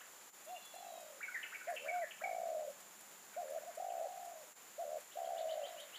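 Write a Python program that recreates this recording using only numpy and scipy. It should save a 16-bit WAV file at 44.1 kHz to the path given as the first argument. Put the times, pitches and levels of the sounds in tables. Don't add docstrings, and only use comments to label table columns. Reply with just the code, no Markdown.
import sys
import numpy as np
from scipy import signal
from scipy.fft import rfft, irfft
from scipy.io import wavfile
from scipy.ndimage import uniform_filter1d

SR = 44100
rng = np.random.default_rng(int(sys.argv[2]) if len(sys.argv) > 2 else 0)


def dump_mix(stems):
    frames = np.atleast_2d(stems).T
    limited = np.clip(frames, -1, 1)
    pcm = np.round(limited * 32767).astype(np.int16)
    wavfile.write(sys.argv[1], SR, pcm)


N = 263718
T = np.arange(N) / SR

# (frequency [Hz], relative level [dB])
HISS_SPECTRUM = [(25, -39), (50, -33), (80, -27), (125, -18), (200, -14.5), (280, -10.5), (400, -7),
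                 (700, -3.5), (1500, -5.5), (2500, -9), (4500, -13), (9000, -15), (16000, -15)]
# (middle [s], half length [s], depth [dB])
LEVEL_DIPS = [(.317, .016, 12), (4.546, .016, 12)]
# (centre [Hz], width [Hz], level [dB])
INSECT_BANDS = [(7156, 210, -66.5), (7044, 1270, -65), (10260, 1200, -74), (11630, 710, -74.5),
                (14500, 1200, -72.5)]
# (middle [s], half length [s], level [dB])
LEAF_STIRS = [(3.7, 0.75, -74.5), (5.854, 0.8, -67)]
TICK_TIMES = [.448, .649, .748, 1.002, 1.7, 1.75, 2.701, 2.801, 3.004, 3.499, 3.75, 4.25, 5.001, 5.799]

# (delay [s], relative level [dB])
TRUNK_ECHOES = [(.026, -10), (.036, -37), (.071, -12)]
# (delay [s], relative level [dB])
PIP_ECHOES = [(0.015, -4), (0.034, -12)]
# (delay [s], level [dB])
CHATTER_ECHOES = [(.013, -16), (.026, -9), (.039, -17), (.052, -17), (.071, -11.5)]

# (time [s], base pitch [Hz])
CALL_TUNE = [(.44, 680), (0.554, 701.5), (.63, 685.5), (.78, 684), (0.871, 660), (.98, 632.5), (1.1, 631)]
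# (multiple of the base pitch, start level [dB], middle level [dB], end level [dB])
CALL_OVERTONES = [(4, -64.5, -71, -82), (5, -73, -71, -80), (6, -78, -71.5, -68.5)]
# (time [s], length [s], level [dB], starting pitch [Hz])
PIP_NOTES = [(5.106, .031, -58, 2700), (5.238, 0.023, -55.5, 2830), (5.366, 0.028, -49, 2750),
             (5.487, 0.03, -47.5, 2700), (5.615, 0.063, -50.5, 2630), (5.759, 0.062, -51.5, 2635),
             (5.92, 0.051, -50, 2560)]
SYLLABLE_GLIDES = {"rise": (1154, 1610, 2420), "whistle": (2420, 2250, 2210), "low": (1630, 1490, 1360),
                   "slur": (2160, 1900, 1620), "high": (3000, 2800, 2430), "drop": (3050, 2700, 1980)}
# (time [s], length [s], level [dB], rasp [0-1], syllable name)
CHATTER_NOTES = [(.002, 0.028, -55.5, 0.35, "rise"), (.004, 0.016, -57.5, 0.9, "high"),
                 (0.558, 0.018, -54, 0.3, "high"), (1.203, 0.019, -46, 0, "rise"),
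                 (1.222, 0.039, -40, 0.25, "whistle"), (1.278, 0.02, -43, 0.03, "low"),
                 (1.338, 0.038, -38.5, 0.25, "slur"), (1.424, 0.026, -42.5, 0.74, "drop"),
                 (1.44, 0.021, -51, 0, "low"), (1.52, 0.026, -47, 0.6, "rise"),
                 (1.542, .024, -43, 0.5, "whistle"), (1.609, 0.013, -46, 0.1, "low"),
                 (1.665, 0.051, -49, 1, "slur"), (1.758, 0.033, -41, 0.56, "high"),
                 (1.849, 0.043, -51.5, 0.9, "rise"), (1.88, 0.031, -37.5, 0.07, "whistle"),
                 (1.93, 0.044, -52, 0.25, "low"), (2.011, 0.05, -45, 0.43, "slur"),
                 (2.105, 0.022, -46, 0.93, "high"), (2.204, 0.027, -49, 0.54, "rise"),
                 (2.237, 0.018, -36.5, 0, "whistle"), (3.33, 0.024, -59, 0.5, "low"),
                 (3.338, 0.028, -60, .55, "whistle"), (3.472, 0.018, -57.5, 0.4, "rise"),
                 (3.574, 0.019, -57.5, 0.8, "rise"), (3.698, 0.025, -61, 1, "rise"),
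                 (3.896, 0.019, -58, 0.7, "high")]

# (time [s], length [s], relative level [dB], pitch [Hz],
# flutter depth [0 = none, 1 = full])
HOOT_NOTES = [(0.462, 0.13, -43.5, 740, 0.11), (3.603, 0.058, -45.5, 668, 1.06),
              (3.655, 0.061, -44, 703, 0)]
# (time [s], length [s], relative level [dB],
# first hump [Hz], dip [Hz], second hump [Hz], dip depth [dB], dip after [s], second hump after [s],
# flutter ends after [s])
OPENING_COOS = [(1.669, 0.38, -38, 709, 501, 719, 23, 0.11, 0.28, 0.26),
                (3.362, 0.23, -38.5, 716, 563, 691, 9.5, 0.11, 0.22, 0.22),
                (4.779, .211, -39, 699, 620, 673, 3, 0.088, 0.178, .22)]
# (time [s], length [s], relative level [dB], pitch [Hz],
# share of pitch lost [0-1], fade [dB], first flutter rate [Hz], full flutter rate [Hz],
# flutter depth [0 = none, 1 = full], which dove)
PURR_NOTES = [(.731, 0.48, -44.5, 767.6, 0.31, 18.5, 41, 56.7, 1.03, "far"),
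              (2.212, 0.51, -37, 737, 0.2, 7, 47, 62.4, 1.01, "near"),
              (3.768, .31, -38, 740, 0.07, -0.5, 37.4, 63, 1.04, "near"),
              (3.981, .47, -43.5, 779, 0.18, 10, 48, 56, 0.74, "far"),
              (5.152, .525, -37.5, 727.5, .18, 8, 64, 69, 0.9, "near"),
              (5.515, 0.42, -43.5, 745, 0.29, 26, 52, 56, 0.93, "far")]
EVEN_UNREST = .1


def amp(db):
    return 10 ** (np.asarray(db) / 20)


def evened(x):
    return x / np.sqrt(np.mean(x ** 2) + 1e-20)


def add(mix, s, sound):
    part = mix[max(round(s * SR), 0):][:len(sound)]
    part += sound[:len(part)]


def span(s, length):
    at = np.arange(int(s * SR), min(int((s + length) * SR), N))
    return at, (at - at[0]) / SR


def noise(gain):
    hz = np.fft.rfftfreq(N, 1 / SR)
    return evened(irfft(rfft(rng.standard_normal(N)) * gain(hz), N))


def soft_band(centre_hz, width_hz):
    return noise(lambda f: np.exp(-((f - centre_hz) / width_hz) ** 2))


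def ringing_band(centre_hz, width_hz):
    return noise(lambda f: 1 / (1 + (2 * (f - centre_hz) / width_hz) ** 2))


def wander(hz):
    return soft_band(0, hz)


def hiss_and_insects(hiss_db=-59.5, flicker_db=.6):
    hz, db = np.transpose(HISS_SPECTRUM)
    hiss = amp(hiss_db) * noise(lambda f: amp(np.interp(np.log(f + 1), np.log(hz), db)))
    whine = sum(amp(level) * ringing_band(centre, width) for centre, width, level in INSECT_BANDS)
    whine /= evened(np.sqrt(uniform_filter1d(whine ** 2, size=1500)))
    dips_db = sum(depth * np.exp(-((T - s) / half) ** 4) for s, half, depth in LEVEL_DIPS)
    return hiss * amp(flicker_db * wander(21) - dips_db) + whine * amp(-dips_db / 2)


def rumble(level_db=-85, swell_db=7, peak_s=2.72, swell_s=1.0, drift_db=1.0):
    swell = np.exp(-((T - peak_s) / swell_s) ** 2)
    db = level_db + swell_db * swell + drift_db * wander(11)
    return amp(db) * ringing_band(centre_hz=205, width_hz=60)


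def rustle(patchy_db=2.0):
    stir = sum(amp(db) * np.exp(-((T - s) / half) ** 2) for s, half, db in LEAF_STIRS)
    return stir * soft_band(centre_hz=1950, width_hz=750) * amp(patchy_db * wander(40))


def ticks(length_s=0.028, level_db=-59):
    envelope = np.zeros(N)
    for s in TICK_TIMES:
        add(envelope, s - length_s / 4, signal.windows.hann(int(length_s * SR)))
    return amp(level_db) * envelope * soft_band(centre_hz=9000, width_hz=5000)


def thicket(sound, echoes, echo_db, scatter_db, decay_s):
    t = np.arange(SR // 2) / SR
    bounces = rng.standard_normal(len(t)) * (rng.random(len(t)) < 2000 / SR)
    tail = bounces * amp(-60 * t / decay_s) * (t > .006)
    response = amp(scatter_db) * tail / np.linalg.norm(tail)
    response[0] = 1
    for delay, db in echoes:
        response[int(delay * SR)] += amp(db + echo_db)
    return signal.fftconvolve(sound, response)[:N]


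def far_call(unsteady=0.0036, waver_db=2.5):
    out = np.zeros(N)
    times, pitches = np.transpose(CALL_TUNE)
    at, t = span(times[0], times[-1] - times[0])
    hz = np.interp(T[at], times, pitches) * (1 + unsteady * wander(53)[at])
    phase = 2 * np.pi * np.cumsum(hz) / SR
    for multiple, *levels in CALL_OVERTONES:
        db = np.interp(t / t[-1], [0, .5, 1], levels) + waver_db * wander(18)[at]
        out[at] += amp(db) * signal.windows.tukey(len(at), .17) * np.sin(multiple * phase)
    return out


def pipping_bird(climb_hz=750, flick_hz=1900, fade_db=12, husk_db=-18):
    out = np.zeros(N)
    waver, flutter = 1 + .025 * wander(160), amp(2.5 * wander(120))
    husk = amp(husk_db) * soft_band(centre_hz=2100, width_hz=500)
    for s, length, db, low_hz in PIP_NOTES:
        progress = np.linspace(0, 1, int(length * SR))
        at = np.minimum(int(s * SR) + np.arange(len(progress)), N - 1)
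        flick = progress ** 5
        hz = (low_hz + climb_hz * progress + flick_hz * flick) * waver[at]
        whistle = np.sin(2 * np.pi * np.cumsum(hz) / SR)
        envelope = np.sqrt(progress) * flutter[at] * signal.windows.tukey(len(at), .15)
        add(out, s, amp(db - fade_db * flick) * envelope * (whistle + husk[at]))
    return out


def songbird(rasp_hz=280, overtone_db=-30, top_hz=3300, rise_share=0.31, fall_share=0.3):
    out, shake = np.zeros(N), soft_band(rasp_hz, rasp_hz)
    for s, length, db, rasp, name in CHATTER_NOTES:
        progress = np.linspace(0, 1, int(length * SR))
        warble = rasp * shake[int(s * SR):][:len(progress)]
        glide_hz = np.polyval(np.polyfit([0, .5, 1], SYLLABLE_GLIDES[name], 2), progress)
        phase = 2 * np.pi * np.cumsum(glide_hz * (1 + .12 * warble)) / SR
        tone = np.sin(phase) + amp(overtone_db) * np.sin(2 * phase)
        ramp = np.clip(np.minimum(progress / rise_share, (1 - progress) / fall_share), 0, 1)
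        envelope = np.sin(np.pi / 2 * ramp) ** 2
        add(out, s, amp(db) * envelope * (1 + .5 * warble[::-1]) * tone)
    return signal.sosfiltfilt(signal.butter(6, top_hz, fs=SR, output="sos"), out)


def breath(t, db, hz, rise_s, fall_s):
    start = np.maximum(1 - t / rise_s, 0) ** 1.425
    stop = np.maximum(1 - (t[-1] - t) / fall_s, 0) ** 1.23
    return db - 10 * start - 5.5 * stop, hz * (1 - .2705 * start - .21 * stop)


def hoot(s, length, db, hz, depth, edge_db=14.5, bend=0.259, flutter_hz=73.5):
    at, t = span(s, length)
    edge = (2 * t / length - 1) ** 2
    return at, db - edge_db * edge, hz * (1 - bend * edge), flutter_hz, depth, EVEN_UNREST


def opening_coo(s, length, db, first_hz, dip_hz, second_hz, dip_db, dip_s, second_s, flutter_end_s,
                first_s=0.0431, clean_s=0.0352, switch_s=0.023, sink=0.068, flutter_hz=75):
    at, t = span(s, length)
    stage = np.interp(t, [first_s, dip_s, second_s, length], np.arange(4))
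    eased = stage - np.sin(2 * np.pi * stage) / (2 * np.pi)
    hz = np.interp(eased, np.arange(4), [first_hz, dip_hz, second_hz, second_hz * (1 - sink)])
    db = db - dip_db * np.maximum(1 - abs(stage - 1), 0) ** 2.5
    db, hz = breath(t, db, hz, rise_s=0.0242, fall_s=0.021)
    depth = np.clip(np.minimum(t - clean_s, flutter_end_s - t) / switch_s, 0, 1)
    return at, db, hz, flutter_hz, depth, EVEN_UNREST


def purr(s, length, db, hz, sink, fade_db, first_rate, full_rate, depth,
         quicken_s=.19, steady_s=0.1426, unsettle_s=0.097):
    at, t = span(s, length)
    progress = t / length
    hz = hz * (1 - sink * progress ** 1.7)
    db = db - fade_db * progress ** 4.2
    db, hz = breath(t, db, hz, rise_s=0.0268, fall_s=0.0337)
    flutter_hz = np.interp(t, [0, quicken_s], [first_rate, full_rate])
    unrest = np.clip((t - steady_s) / unsettle_s, EVEN_UNREST, 1)
    return at, db, hz, flutter_hz, depth * (1 - .18 * progress ** 2), unrest


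def purrs(which):
    return [purr(*row) for *row, who in PURR_NOTES if who == which]


def dove(coos, sag, lag, stumble, openness, snap, skip, ring, gain_db, crop_hz=590):
    out = np.zeros(N)
    pace, leak = stumble * wander(43), skip * abs(wander(48))
    swell, tremor = amp(wander(50)), wander(70)
    for at, db, hz, flutter_hz, depth, unrest in coos:
        beat = 2 * np.pi * np.cumsum(flutter_hz * np.exp(unrest * pace[at])) / SR
        depth = np.clip(depth * (1 - unrest * leak[at]), 0, 1)
        skewed = beat + snap * (1 - np.cos(beat))
        shut = depth * ((1 + np.cos(skewed)) / 2) ** openness
        slack = depth * ((1 + np.cos(skewed - lag)) / 2) ** 2
        waver = 1 + (.007 + (.018 + .016 * unrest) * depth) * tremor[at]
        phase = 2 * np.pi * np.cumsum(hz * waver * (1 - sag * slack)) / SR
        tone = np.sin(phase) + amp(-38) * np.sin(2 * phase)
        out[at] += amp(db + gain_db) * swell[at] * (1 - shut) * tone * signal.windows.tukey(len(at), .03)
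    out += ring * signal.lfilter(*signal.iirpeak(crop_hz, 6, SR), out)
    return signal.sosfiltfilt(signal.butter(6, 450, "high", fs=SR, output="sos"), out)


def scene():
    near = dove([opening_coo(*row) for row in OPENING_COOS] + purrs("near"),
                sag=.19, lag=1.0, stumble=0.4, openness=1.5, snap=0.42, skip=0.22, ring=0.35, gain_db=0.5)
    far = dove([hoot(*row) for row in HOOT_NOTES] + purrs("far"),
               sag=.19, lag=.96, stumble=.19, openness=.9, snap=.13, skip=.14, ring=.088, gain_db=-0.6)
    calls = thicket(near, TRUNK_ECHOES, echo_db=-13, scatter_db=-20, decay_s=0.27)
    calls += thicket(far, TRUNK_ECHOES, echo_db=-4.5, scatter_db=-31, decay_s=0.15)
    calls += thicket(songbird(), CHATTER_ECHOES, echo_db=0, scatter_db=-3.5, decay_s=0.55)
    calls += thicket(pipping_bird(), PIP_ECHOES, echo_db=-0.5, scatter_db=0.5, decay_s=0.42)
    calls += thicket(far_call(), TRUNK_ECHOES, echo_db=-8, scatter_db=2.5, decay_s=0.32)
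    mono = calls + ticks() + rustle() + rumble() + hiss_and_insects()
    return np.array([mono, mono])


def record(dry, top_hz=15330):
    lowpass = signal.firwin(1023, top_hz, window=("kaiser", 8), fs=SR)
    return signal.oaconvolve(dry, lowpass[None], "same")


dry = scene()
out = record(dry)
dump_mix(out)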